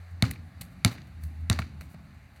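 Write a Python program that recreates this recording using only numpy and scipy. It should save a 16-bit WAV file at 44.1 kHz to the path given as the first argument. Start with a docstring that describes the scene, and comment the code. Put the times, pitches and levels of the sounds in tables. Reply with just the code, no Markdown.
"""A concrete drive: a basketball is dribbled three times, caught and carried a few steps.
Each bounce is a crack of the skin, a deep thump of the inflated shell and echoes from sheds and trees.
Palms slap the ball, soles scuff the grit, heels thud and clothes rustle.
A low hum swells over quiet outdoor air."""
import sys
import numpy as np
from scipy import signal
from scipy.fft import rfft, irfft
from scipy.io import wavfile
from scipy.ndimage import uniform_filter1d

SR = 44100
rng = np.random.default_rng(int(sys.argv[2]) if len(sys.argv) > 2 else 0)


def materialize(psi):
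    """Save the field psi as 16-bit PCM at rate SR to the path in sys.argv[1].

    A 1-D psi becomes a single channel; in a 2-D psi each row is a channel.
    """
    bounded = np.clip(np.atleast_2d(psi).T, -1, 1)
    quanta = np.round(bounded * 32767).astype(np.int16)
    wavfile.write(sys.argv[1], SR, quanta)


N = 105840
T = np.arange(N) / SR


def undb(db):
    """Decibels to gain."""
    return 10 ** (np.asarray(db) / 20)


def peak(x, db):
    """Scale to a peak level."""
    return x * undb(db) / np.abs(x).max()


def band(x, hz, width_hz):
    """Resonance, gain 1 at the centre."""
    return signal.lfilter(*signal.iirpeak(min(hz, .45 * SR), hz / width_hz, fs=SR), x)


def body(x, resonances, tilt_db_per_decade=0):
    """Resonances summed with alternate signs, tilted about 2 kHz."""
    return sum((-1) ** k * undb(db + tilt_db_per_decade * np.log10(hz / 2000)) * band(x, hz, width_hz)
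               for k, (hz, width_hz, db) in enumerate(resonances))


def walk(rate_hz):
    """Random levels held for 1 / rate_hz, smoothed twice."""
    hold = int(SR / rate_hz)
    levels = np.repeat(rng.standard_normal(N // hold + 1), hold)
    return 1.604 * uniform_filter1d(uniform_filter1d(levels, hold), hold)[:N]


def fade(start_s, decay_s, rise_s=.00028):
    """Quick rise, exponential fall."""
    age_s = np.maximum(T - start_s, 0)
    return (1 - np.exp(-age_s / rise_s)) * np.exp(-age_s / decay_s)


def arch(start_s, length_s):
    """Half-sine envelope."""
    return np.sin(np.pi * np.clip((T - start_s) / length_s, 0, 1))


def ring(start_s, hz, t60_s):
    """A softly pushed mode."""
    return fade(start_s, t60_s / np.log(1000), rise_s=.0015) * np.sin(2 * np.pi * hz * (T - start_s))


def air():
    """Outdoor air: half-octave noise bands swell together and flicker alone; the lows rise and fall."""
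    # air spectrum (frequency [Hz], relative density [dB])
    spectrum = [(15, -32.5), (30, -21), (55, 7.5), (95, 5.5), (200, -1), (260, -5.5), (330, -13.5),
                (480, -24), (700, -18), (1200, -21), (1700, -21.5), (2600, -28), (4500, -34), (7000, -40),
                (13000, -42.5), (16500, -51)]
    # rumble contour (time [s], level [dB])
    rumble = [(0, -84), (.3, -47.5), (0.499, -63), (0.651, -56), (1.1, -60), (1.3, -57.5), (1.8, -56.5),
              (2.1, -57), (2.4, -64.5)]
    rumble_ref_db, rumble_top_hz = -57, 330
    rumble_db = np.interp(T, *np.array(rumble).T) - rumble_ref_db
    swell_db = .6 * walk(1)
    knot_hz, knot_db = np.array(spectrum).T
    bin_hz = np.fft.rfftfreq(N, 1 / SR) + 1
    colour = undb(np.interp(np.log(bin_hz), np.log(knot_hz), knot_db))
    noise = rfft(rng.standard_normal(N)) * colour
    noise *= undb(-48.5) / np.std(irfft(noise, N))
    out = np.zeros(N)
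    for k in range(-1, 21):
        share = np.cos(np.pi / 2 * np.clip(2 * np.log2(bin_hz / 20) - k, -1, 1)) ** 2
        flicker_db = walk(14)
        is_low = 20 * 2 ** (k / 2) < rumble_top_hz
        out += undb(swell_db + flicker_db + rumble_db * is_low) * irfft(noise * share, N)
    return out


def hum():
    """A low wavering tone with a weak octave, perhaps a distant engine."""
    # hum contour (time [s], pitch [Hz], level [dB])
    contour = [(0, 89, -32.5), (.1, 84.2, -47.5), (.17, 83.4, -32.5), (.3, 81.8, -43.5), (.45, 84.8, -48.5),
               (.6, 82.2, -52), (.8, 80, -61), (.97, 79.9, -58), (1.1, 79.4, -45), (1.2, 78.66, -40),
               (1.35, 78.6, -38.5), (1.48, 80.8, -36.5), (1.62, 78.9, -33), (1.7, 79.4, -58),
               (1.82, 77.16, -45), (1.95, 78.6, -54.5), (2.2, 79, -60), (2.4, 78, -54)]
    time_s, hz, db = np.array(contour).T
    pitch_hz = np.interp(T, time_s, hz) * (1 + .01 * walk(10))
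    phase = 2 * np.pi * np.cumsum(pitch_hz) / SR
    amplitude = np.sqrt(2) * undb(np.interp(T, time_s, db) + 3.5 * walk(45))
    octave_db = -17 + 3.5 * walk(6.1)
    return amplitude * (np.sin(phase) + undb(octave_db) * np.sin(2 * phase))


def rustle():
    """Clothes and dragged soles: soft swells of treble noise."""
    # rubs (start [s], length [s], gain [dB])
    rubs = [(0.098, 0.029, -69), (0.697, 0.055, -67), (0.891, 0.068, -55), (1.027, 0.048, -75.5),
            (1.202, 0.092, -61), (1.396, 0.025, -69), (1.806, 0.073, -66), (1.879, 0.083, -62),
            (2.27, 0.12, -75)]
    envelope = sum(undb(db) * arch(start_s, length_s) for start_s, length_s, db in rubs)
    return envelope * undb(walk(130)) * band(rng.standard_normal(N), hz=11000, width_hz=8000)


def steps():
    """Grit crunches under each sole and drags on; the heel thuds."""
    # scuffs (time [s], gain [dB], burst [s], drag re burst [dB], drag decay [s], tilt [dB/decade],
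    # heel thud [dB])
    scuffs = [(0.309, -30.5, 0.0063, -16, 0.018, 7.5, -39.5), (0.609, -37.5, .014, -6.5, 0.029, 6.5, -39),
              (1.07, -49, 0.0046, -3.5, 0.012, -4, -45), (1.2343, -44.5, 0.0071, -13, .04, 9, -51),
              (1.601, -48.5, 0.0023, -40.5, 0.012, 12, -66), (1.807, -43, 0.011, -5, 0.044, -6, -39.5),
              (1.94, -48, 0.009, -13, 0.033, -16, -38.5), (2.145, -57.5, 0.0052, -8.5, 0.025, -5, -54.5),
              (2.36, -53, 0.0036, 4, 0.026, -8, -63)]
    # grit resonances (centre [Hz], width [Hz], gain [dB])
    grit_bands = [(600, 130, 3.5), (1956, 1000, -2), (4200, 2500, -6), (8000, 2500, -6.5),
                  (12200, 4000, -8)]
    out = np.zeros(N)
    for start_s, db, burst_s, drag_db, drag_s, tilt, thud_db in scuffs:
        grit = rng.standard_normal(N) * undb(3 * walk(1500))
        envelope = arch(start_s, burst_s) + undb(drag_db) * fade(start_s, drag_s, rise_s=.0035)
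        out += undb(db) * body(grit * envelope, grit_bands, tilt)
        out += undb(thud_db) * ring(start_s, hz=170, t60_s=.14)
    return out


def yard_tail(start_s, gain_db):
    """Scattered, lumpy reflections of one hit, dying band by band."""
    # yard reverberation (centre [Hz], gain [dB], t60 [s])
    tail_bands = [(130, 8, 1), (250, 9.5, 0.38), (500, -6, 0.31), (950, 0, .3), (1600, -7.5, 0.4),
                  (2440, -11, .4), (4200, -10, .35), (6500, -29, 0.23), (9600, -26.5, 0.35),
                  (13500, -25, .22)]
    lumps = undb(gain_db + 1.6 * walk(300))
    out = np.zeros(N)
    for hz, db, t60_s in tail_bands:
        width_hz = .81 * hz
        noise = band(band(rng.standard_normal(N), hz, width_hz), hz, width_hz)
        out += undb(db) * noise * fade(start_s, t60_s / np.log(1000), rise_s=.0013)
    return lumps * out


def lift_offs_and_echoes():
    """Short noise bursts just after each hit: the ball peeling off the ground, then nearby echoes."""
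    # lift-off and echo bursts (time [s], peak [dB], centre [Hz], width [Hz], smear [s])
    bursts = [(.2365, -26.5, 1300, 800, 0.0049), (0.2476, -33, 3000, 3940, 0.007),
              (0.335, -42.5, 2000, 2000, 0.0025), (.357, -44, 2300, 1200, .004),
              (.857, -27.5, 2500, 3000, 0.0036), (.864, -38.5, 11000, 8000, 0.00084),
              (0.8743, -29.5, 3500, 5000, 0.005), (.980, -42.5, 2200, 2400, 0.0037),
              (1.017, -48.5, 3500, 2930, 0.00158), (1.512, -23, 1200, 1500, 0.0022),
              (1.52, -35.5, 5800, 2500, 0.0046), (1.528, -22.5, 3500, 6000, 0.0015),
              (1.619, -31, 1800, 1300, 0.0014), (1.6242, -32, 1900, 1960, 0.0012)]
    out = np.zeros(N)
    for start_s, db, hz, width_hz, smear_s in bursts:
        burst = rng.standard_normal(N) * fade(start_s, smear_s, smear_s / 2)
        out += peak(band(band(burst, hz, width_hz), hz, width_hz), db)
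    return out


def slap(start_s, resonances, peak_db, tilt_db_per_decade=0):
    """Contact with the skin: a tick and a short burst ring the resonances."""
    tick = np.exp(-((T - start_s - .0001) / 2e-5) ** 2)
    burst = undb(-11) * rng.standard_normal(N) * fade(start_s, decay_s=.001)
    return peak(body(burst - tick, resonances, tilt_db_per_decade), peak_db)


def thump(start_s, gain_db, pitch_ratio=1, squashed_db=0):
    """The inflated shell rings high while squashed, low once freed."""
    # shell modes (frequency [Hz], gain [dB], t60 [s], delay [s])
    modes = [(182, 0.5, 0.049, 0.0013), (106.7, 0, .08, .0072), (252.2, -17.5, 0.16, .003),
             (687, -14.5, 0.03, 0.0025)]
    contact_s = .005
    out = np.zeros(N)
    for hz, db, t60_s, delay_s in modes:
        gain = undb(gain_db + db + squashed_db * (delay_s < contact_s))
        out += gain * ring(start_s + delay_s, hz * pitch_ratio, t60_s)
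    return out


def catch():
    """Two palms close on the ball: slap, thump and yard tail."""
    # palm contacts (time [s], slap peak [dB], thump [dB], tail [dB])
    contacts = [(1.5894, -18.5, -61.5, -41), (1.5921, -20.5, -21.5, -35.5)]
    # palm slap resonances (centre [Hz], width [Hz], gain [dB])
    palm = [(650, 260, 1), (1300, 255, 6), (1900, 698, -1.5), (4040, 1700, -11), (6240, 2500, -18),
            (12100, 4000, -25)]
    return sum(slap(start_s, palm, slap_db) + thump(start_s, thump_db) + yard_tail(start_s, tail_db)
               for start_s, slap_db, thump_db, tail_db in contacts)


def bounces():
    """The ball hits concrete: the skin cracks, the shell thumps, the yard answers."""
    # hits (time [s], crack peak [dB], tilt [dB/decade], skin pitch [ratio], main ring lift [dB],
    # thump [dB], squashed-mode gain [dB], shell pitch [ratio], tail [dB])
    hits = [(.224, -8, -5.5, 1.018, 8, -8.5, -0.5, 1.04, -26), (.848, -3, 4.5, 0.98, 1, -9, 0, 1.0, -23),
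            (1.4991, -7, 9.5, 0.92, 2, -11, -1.5, .97, -24.5)]
    # skin resonances (centre [Hz], width [Hz], gain [dB])
    skin = [(700, 210, -7.5), (1300, 260, -1.5), (2200, 246, 2), (4190, 940, -3.5), (6420, 380, -7),
            (7800, 1800, -10), (9740, 900, -7.5), (11000, 890, -9.5), (13270, 1100, -17), (14500, 890, -28)]
    main_ring_row = 3
    out = np.zeros(N)
    for start_s, crack_db, tilt, skin_ratio, lift_db, thump_db, squashed_db, shell_ratio, tail_db in hits:
        tuned_skin = [(hz * skin_ratio, width_hz, db + lift_db * (k == main_ring_row))
                      for k, (hz, width_hz, db) in enumerate(skin)]
        out += slap(start_s, tuned_skin, crack_db, tilt)
        out += thump(start_s, thump_db, shell_ratio, squashed_db)
        out += yard_tail(start_s, tail_db)
    return out


def scene():
    """Ball and feet over hum and air, mono."""
    return (bounces() + lift_offs_and_echoes() + catch() + steps() + rustle() + hum() + air())[None]


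def record(dry):
    """Phone microphone: trims the deep bass, colours the sound, cuts the top."""
    # microphone and housing peaks and dips (centre [Hz], width [Hz], gain [dB])
    response = [(400, 150, -4), (950, 120, -8), (2200, 600, 4), (3250, 500, -8), (4300, 800, 5),
                (5300, 600, -10)]
    low_cut_hz, top_hz = 45, 16500
    x = signal.sosfilt(signal.butter(2, low_cut_hz, "high", fs=SR, output="sos"), dry)
    for hz, width_hz, db in response:
        x = x + (undb(db) - 1) * band(x, hz, width_hz)
    return signal.sosfilt(signal.ellip(10, .2, 80, top_hz, fs=SR, output="sos"), x)


dry = scene()
out = record(dry)
materialize(out)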